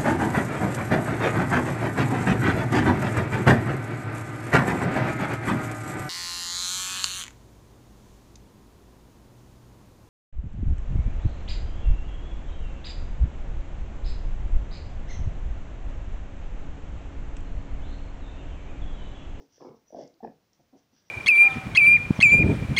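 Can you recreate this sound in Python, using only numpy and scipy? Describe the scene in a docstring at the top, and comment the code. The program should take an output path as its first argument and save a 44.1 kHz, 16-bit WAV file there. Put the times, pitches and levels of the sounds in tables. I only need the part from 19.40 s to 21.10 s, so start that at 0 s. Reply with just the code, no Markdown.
"""Snorting grunts of puppies wrestling close by, on a rug in a small room.
A fluttering palate chops rough throat pulses and rings the muzzle; the vocal tract filters them.
A nasal wheeze and snort pops go with the grunts; thin sniffs, ticks of teeth and claws and soft
body bumps sound around them. The walls add a short reverberation, over a quiet room hiss."""
import sys
import numpy as np
from scipy import signal
from scipy.fft import rfft, irfft
from scipy.io import wavfile
from scipy.ndimage import uniform_filter1d

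SR = 44100
rng = np.random.default_rng(int(sys.argv[2]) if len(sys.argv) > 2 else 0)


def store_wav(level_fs):
    """Save 16-bit WAV to argv[1]."""
    pcm = np.round(np.clip(np.atleast_2d(level_fs), -1, 1) * 32767)
    wavfile.write(sys.argv[1], SR, pcm.T.astype(np.int16))


N = 74970
T = np.arange(N) / SR

SWELL_DB, SAG_SHARE, FRAY = 9.5, 0.3, 0.74  # as effort fades, pitch sags and pulse timing frays
FIRST_FLAP_SHARE, LOOSEN_S, FLAP_JITTER_S = 0.74, 0.1, 0.0005
JITTER_PERIODS, SCATTER_DB, AIR_DB = 0.12, 5.5, 1.5  # at roughness 1
CHEST_HZ, CHEST_WIDTH_HZ, THROAT_WIDTH_HZ, MOUTH_WIDTH_HZ, NASAL_WIDTH_HZ = 264.6, 93.4, 145, 360, 167
RING_TAU_S, RING_FADE_S, LOW_EDGE_HZ = 0.0016, 0.14, 96
# Grunts: t/s, swell/s, hold/s, release/s, level/dB, flutter/Hz, flap opening/s, pitch/Hz, roughness,
# chest/dB, throat/Hz, mouth/Hz, mouth/dB, muzzle ring/dB, top edge/Hz, nasal/Hz, nasal/dB
GRUNTS = [(-0.0215, 0.019, 0.0098, 0.022, -53.5, 46.38, 0.034, 231, 0.8, -2.5, 364, 850, -16.5, -14, 1150, 1860, -30),
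          (0.2022, 0.0069, 0.023, 0.008, -47.5, 54.6, 0.023, 306.4, 0.8, -2.5, 480, 950, -8, -27, 1250, 1690, -25.5),
          (0.245, 0.0014, 0.024, 0.037, -45, 47.86, 0.025, 255.8, 0.83, 1, 460, 900, -7.5, -16.5, 1250, 2200, -24.5),
          (0.524, 0.024, .076, 0.025, -39, 48.36, 0.02, 239.8, 0.73, -2, 432, 659, -3.5, -1.5, 802, 1560, -31),
          (0.718, .02, 0.035, 0.021, -70, 46.9, .06, 341, 0.36, -3.5, 340, 650, -11, -23, 800, 1700, -38),
          (0.8271, 0.0033, .012, 0.024, -39, 46.08, 0.034, 223.8, 0.24, 3, 485, 790, -5, -13.5, 854, 1773, -23),
          (1.192, 0.0015, 0.013, 0.0033, -64, 46.3, 0.053, 165.6, 0.76, 6.5, 310, 650, -7.5, -26, 833, 1700, -38),
          (1.3262, 0.012, 0.0068, 0.023, -55.5, 48.76, .036, 249, 0.65, 5, 400, 676, -5, -26, 880, 1670, -46),
          (1.526, .002, 0.0033, 0.012, -67.5, 47, 0.016, 226.4, 0.55, 6, 290, 665, -16.5, -18, 790, 1740, -26)]
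def grunt(start, swell, hold, release, db, flutter_hz, open_s, pitch_hz, rough,
          chest_db, throat_hz, mouth_hz, mouth_db, ring_db, edge_hz, nasal_hz, nasal_db):
    """Source and filter: pulses and air, gated by the palate, excite chest, throat, mouth and nose."""
    def effort(t):
        """Amplitude envelope: swell, hold, exponential release."""
        attack = undb(-SWELL_DB * np.clip(1 - (t - start) / swell, 0, 1) ** 2)
        return attack * np.exp(-np.maximum(t - start - swell - hold, 0) / release)
    def opening(age, t):
        """Valve action: the palate flies open and closes, more slowly as it loosens."""
        looseness = FIRST_FLAP_SHARE + np.clip((t - start) / LOOSEN_S, 0, 1)
        return np.exp(-(age / (open_s * looseness)) ** 2)
    pulses, muzzle = np.zeros(N), np.zeros(N)
    for k, chance in enumerate(rng.standard_normal((10, 16))):
        flap = start + k / flutter_hz + FLAP_JITTER_S * chance[0]
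        push = effort(flap) * np.exp(-(flap - start) / RING_FADE_S)
        muzzle += push * ring(flap, mouth_hz * (1 + 0.054 * chance[1]), RING_TAU_S)
        slack = (1 - effort(flap)) * (flap > start + swell)
        jitter = (rough + FRAY * slack) * JITTER_PERIODS
        pulse_hz = pitch_hz * (1 - SAG_SHARE * slack)
        for j, (late, size) in enumerate(chance[2:].reshape(-1, 2)):
            age = (j + jitter * late) / pulse_hz
            at = flap + age
            if 0 <= at < T[-1] and age < 1 / flutter_hz:
                pulses[int(at * SR)] += effort(at) * opening(age, at) * undb(rough * SCATTER_DB * size)
    gate = (T > start) * effort(T) * opening((T - start) % (1 / flutter_hz), T)
    flow = unit(pulses) + rough * undb(AIR_DB) * unit(gate * noise())
    chest = undb(chest_db) * band(flow, CHEST_HZ, CHEST_WIDTH_HZ)
    throat = band(flow, throat_hz, THROAT_WIDTH_HZ)
    mouth = undb(mouth_db) * band(flow, mouth_hz, MOUTH_WIDTH_HZ)
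    nose = undb(nasal_db) * steep(flow, nasal_hz, NASAL_WIDTH_HZ)
    body = edge(chest - throat + mouth, edge_hz, "low", order=6)
    body = edge(body, LOW_EDGE_HZ, "high", order=3)
    voice = unit(body + nose) + undb(ring_db) * unit(muzzle)
    peak_rms = np.sqrt(uniform_filter1d(voice ** 2, size=880).max())  # loudest 20 ms
    return undb(db) * voice / peak_rms


# Glide of the nasal resonance in the longest snort: t/s, f/Hz, level/dB
WHEEZE = [(0.552, 1530, -87), (0.592, 1680, -75.5), (0.624, 2037, -73), (0.669, 2130, -84),
          (0.72, 2130, -88)]
def wheeze(width_hz=170):
    """Narrow-band noise: a nasal resonance slides up as the snort tightens."""
    t, hz, db = np.array(WHEEZE).T
    phase = 2 * np.pi * np.cumsum(np.interp(T, t, hz)) / SR
    air = edge(noise() + 1j * noise(), width_hz / 2, "low", order=2)
    return unit((air * np.exp(1j * phase)).real) * np.interp(T, t, undb(db), left=0, right=0)


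# Upper mouth resonances: f/Hz, relative level/dB
POP_OVERTONES = [(1730, -3.5), (2480, -15.5)]
# Snort pops: t/s, peak level/dB, f/Hz, time constant/s, overtone gain/dB
POPS = [(0.18, -51, 481, 0.00033, -13), (0.504, -48, 592, 0.0014, -25.5), (0.8035, -45.5, 757, 0.0021, -40),
        (0.8465, -28, 784, 0.0013, -20), (0.873, -36, 545, 0.00051, -12.5)]
def snort_pops(shortest_tau_s=0.0009):
    """Cavity resonance: the palate snaps at a grunt's start or within it, with a short hollow ring."""
    out = np.zeros(N)
    for t, db, hz, tau, overtone_db in POPS:
        tau = max(tau, shortest_tau_s)
        overtones = sum(undb(level) * ring(t, f, tau) for f, level in POP_OVERTONES)
        out += undb(db) * (ring(t, hz, tau) + undb(overtone_db) * overtones)
    return out


# Resonances of the nasal passage: f/Hz, bandwidth/Hz, relative level/dB
PASSAGE = [(1645, 470, -2.5), (2080, 230, -7.5), (2780, 530, -6), (3325, 720, -0.5), (4874, 1000, 4)]
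# Sniffs and puffs: peak t/s, rise/s, fall/s, level/dB, nostril f/Hz, bandwidth/Hz, rush gain/dB
SNIFFS = [(0.005, 0.035, 0.052, -72.5, 5640, 1250, -6.5), (0.147, 0.03, 0.059, -66.5, 5810, 700, -8),
          (0.25, 0.095, 0.045, -69.5, 5390, 810, -10), (0.362, 0.013, 0.019, -75.5, 5500, 1200, -8),
          (0.488, .02, 0.047, -68.5, 5900, 400, -20), (0.612, 0.059, 0.051, -64.5, 5540, 1044, -2.5),
          (0.844, 0.011, 0.026, -75, 5420, 406, 1.5), (1.148, 0.012, 0.0084, -71.5, 5840, 614, -5.5),
          (1.21, 0.0073, 0.015, -79.5, 5900, 795, -12), (1.385, 0.019, 0.019, -72.5, 5850, 891, -5),
          (1.585, 0.051, 0.041, -71.5, 5800, 376, -2), (1.67, 0.025, 0.039, -74, 5760, 380, -2.5)]
def sniffs(flicker_db=1.5, flicker_hz=95):
    """Flow noise: air whistles in small nostrils over an unsteady rush through the nasal passage."""
    out = np.zeros(N)
    rush = unit(sum(undb(db) * unit(steep(noise(), hz, width_hz)) for hz, width_hz, db in PASSAGE))
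    for t, rise, fall, db, hz, width_hz, rush_db in SNIFFS:
        swell = np.exp(-np.where(T < t, ((T - t) / rise) ** 2, (np.abs(T - t) / fall) ** 2.1))
        whistle = unit(steep(noise(), hz, width_hz))
        out += undb(db) * swell * (whistle + undb(rush_db) * rush)
    flicker = unit(edge(noise(), flicker_hz, "low", order=2))
    return out * undb(flicker_db * flicker)


# Contacts of teeth and claws: t/s, peak level/dB, f/Hz
TICKS = [(0.216, -58.5, 2120), (0.290, -60.5, 2160), (0.675, -53.5, 5440), (0.74, -60.5, 4810),
         (1.132, -54.5, 5650)]
def ticks(decay_s=0.0024, width_hz=1400):
    """Hard impact: each tiny contact gives a brief burst of band-limited noise."""
    out = np.zeros(N)
    for t, db, hz in TICKS:
        burst = noise() * (T >= t) * np.exp(-np.abs(T - t) / decay_s)
        tick = band(band(burst, hz, width_hz), hz, 2 * width_hz)
        out += undb(db) * tick / np.abs(tick).max()
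    return out


# Body bumps: t/s, peak level/dB, f/Hz
BUMPS = [(0.0, -62, 142), (0.21, -57, 149), (0.294, -48.5, 149), (0.54, -62.5, 91), (0.627, -50.5, 157),
         (0.834, -62, 66), (0.873, -49.5, 159.5), (0.955, -60, 165.3), (1.2, -68, 136), (1.359, -67, 122),
         (1.545, -73.5, 171)]
def bumps(tau_s=0.0047):
    """Soft impact: bodies rolling on the rug give low, heavily damped thuds."""
    return sum(undb(db) * ring(t, hz, tau_s) for t, db, hz in BUMPS)


ROOM_T60_S, ROOM_DB, ROOM_DELAY_S, ROOM_BUILD_S = 0.16, -8, 0.0093, 0.0086
BASS_T60_S, BASS_EDGE_HZ, BASS_DB = 0.3, 500, -13
# Low room modes: f/Hz, bandwidth/Hz, gain/dB
ROOM_MODES = [(281, 10, 1.5), (359, 24, -3.5), (489, 22, -7.5)]
def room(x):
    """Reverberation: nearby walls add a short diffuse tail; the bass and a few modes ring on."""
    age = np.maximum(T - ROOM_DELAY_S, 0)
    def tail(t60):
        """Reflections of unit energy that build up and decay exponentially."""
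        echoes = noise() * (1 - np.exp(-age / ROOM_BUILD_S)) * np.exp(-np.log(1000) * age / t60)
        return echoes / np.linalg.norm(echoes)
    walls = undb(ROOM_DB) * tail(ROOM_T60_S)
    bass = undb(BASS_DB) * edge(tail(BASS_T60_S), BASS_EDGE_HZ, "low", order=3)
    modes = sum(undb(db) * band(x, hz, width_hz) for hz, width_hz, db in ROOM_MODES)
    return x + modes + signal.fftconvolve(x, walls + bass)[:N]


# Room noise spectrum: f/Hz, relative spectral level/dB
NOISE_SPECTRUM = [(15, -14.5), (25, -10), (60, -3), (110, 2), (200, -0.5), (350, -5), (700, -8.5),
                  (1400, -13.5), (3500, -17.5), (5800, -16), (7800, -27), (13000, -31.5)]
def room_noise(level_db=-71.5, hiss_db=-78.5):
    """Stationary noise: a broad, dark spectrum and a faint, very high hiss."""
    hz, db = np.array(NOISE_SPECTRUM).T
    colour = undb(np.interp(np.log(np.fft.rfftfreq(N, 1 / SR) + 1), np.log(hz), db))
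    hiss = steep(noise(), hz=16400, width_hz=1900)
    broadband = irfft(rfft(noise()) * colour, N)
    return undb(level_db) * unit(broadband) + undb(hiss_db) * unit(hiss)


def ring(start, hz, tau):
    """Damped oscillation, softly started: its envelope peaks at 1 after two time constants."""
    age = np.maximum(T - start, 0)
    return (age / tau / 2) ** 2 * np.exp(2 - age / tau) * np.sin(2 * np.pi * hz * age)


def band(x, hz, width_hz):
    """Second-order resonance, gain 1 at its centre."""
    return signal.lfilter(*signal.iirpeak(hz, hz / width_hz, fs=SR), x)


def steep(x, hz, width_hz):
    """Two equal resonances in cascade, for steeper skirts."""
    return band(band(x, hz, width_hz), hz, width_hz)


def edge(x, hz, kind, order):
    """Maximally flat low-pass or high-pass."""
    return signal.sosfilt(signal.butter(order, hz, kind, fs=SR, output="sos"), x)


def undb(db):
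    """Decibels to amplitude ratio."""
    return 10 ** (np.asarray(db) / 20)


def unit(x):
    """Normalisation to rms 1."""
    return x / (np.std(x) + 1e-12)


def noise():
    """White noise."""
    return rng.standard_normal(N)


def scene():
    """Superposition: the puppies' sounds add and reverberate over the room noise."""
    puppies = sum(grunt(*row) for row in GRUNTS) + wheeze() + snort_pops() + bumps()
    puppies += edge(sniffs() + ticks(), hz=7100, kind="low", order=8)
    return (room(puppies) + room_noise())[None]


def record(dry, cutoff_hz=15500):
    """Band limiting: a steep elliptic low-pass removes the highest treble."""
    return signal.sosfilt(signal.ellip(10, 0.2, 70, cutoff_hz, fs=SR, output="sos"), dry)


dry = scene()
out = record(dry)
store_wav(out)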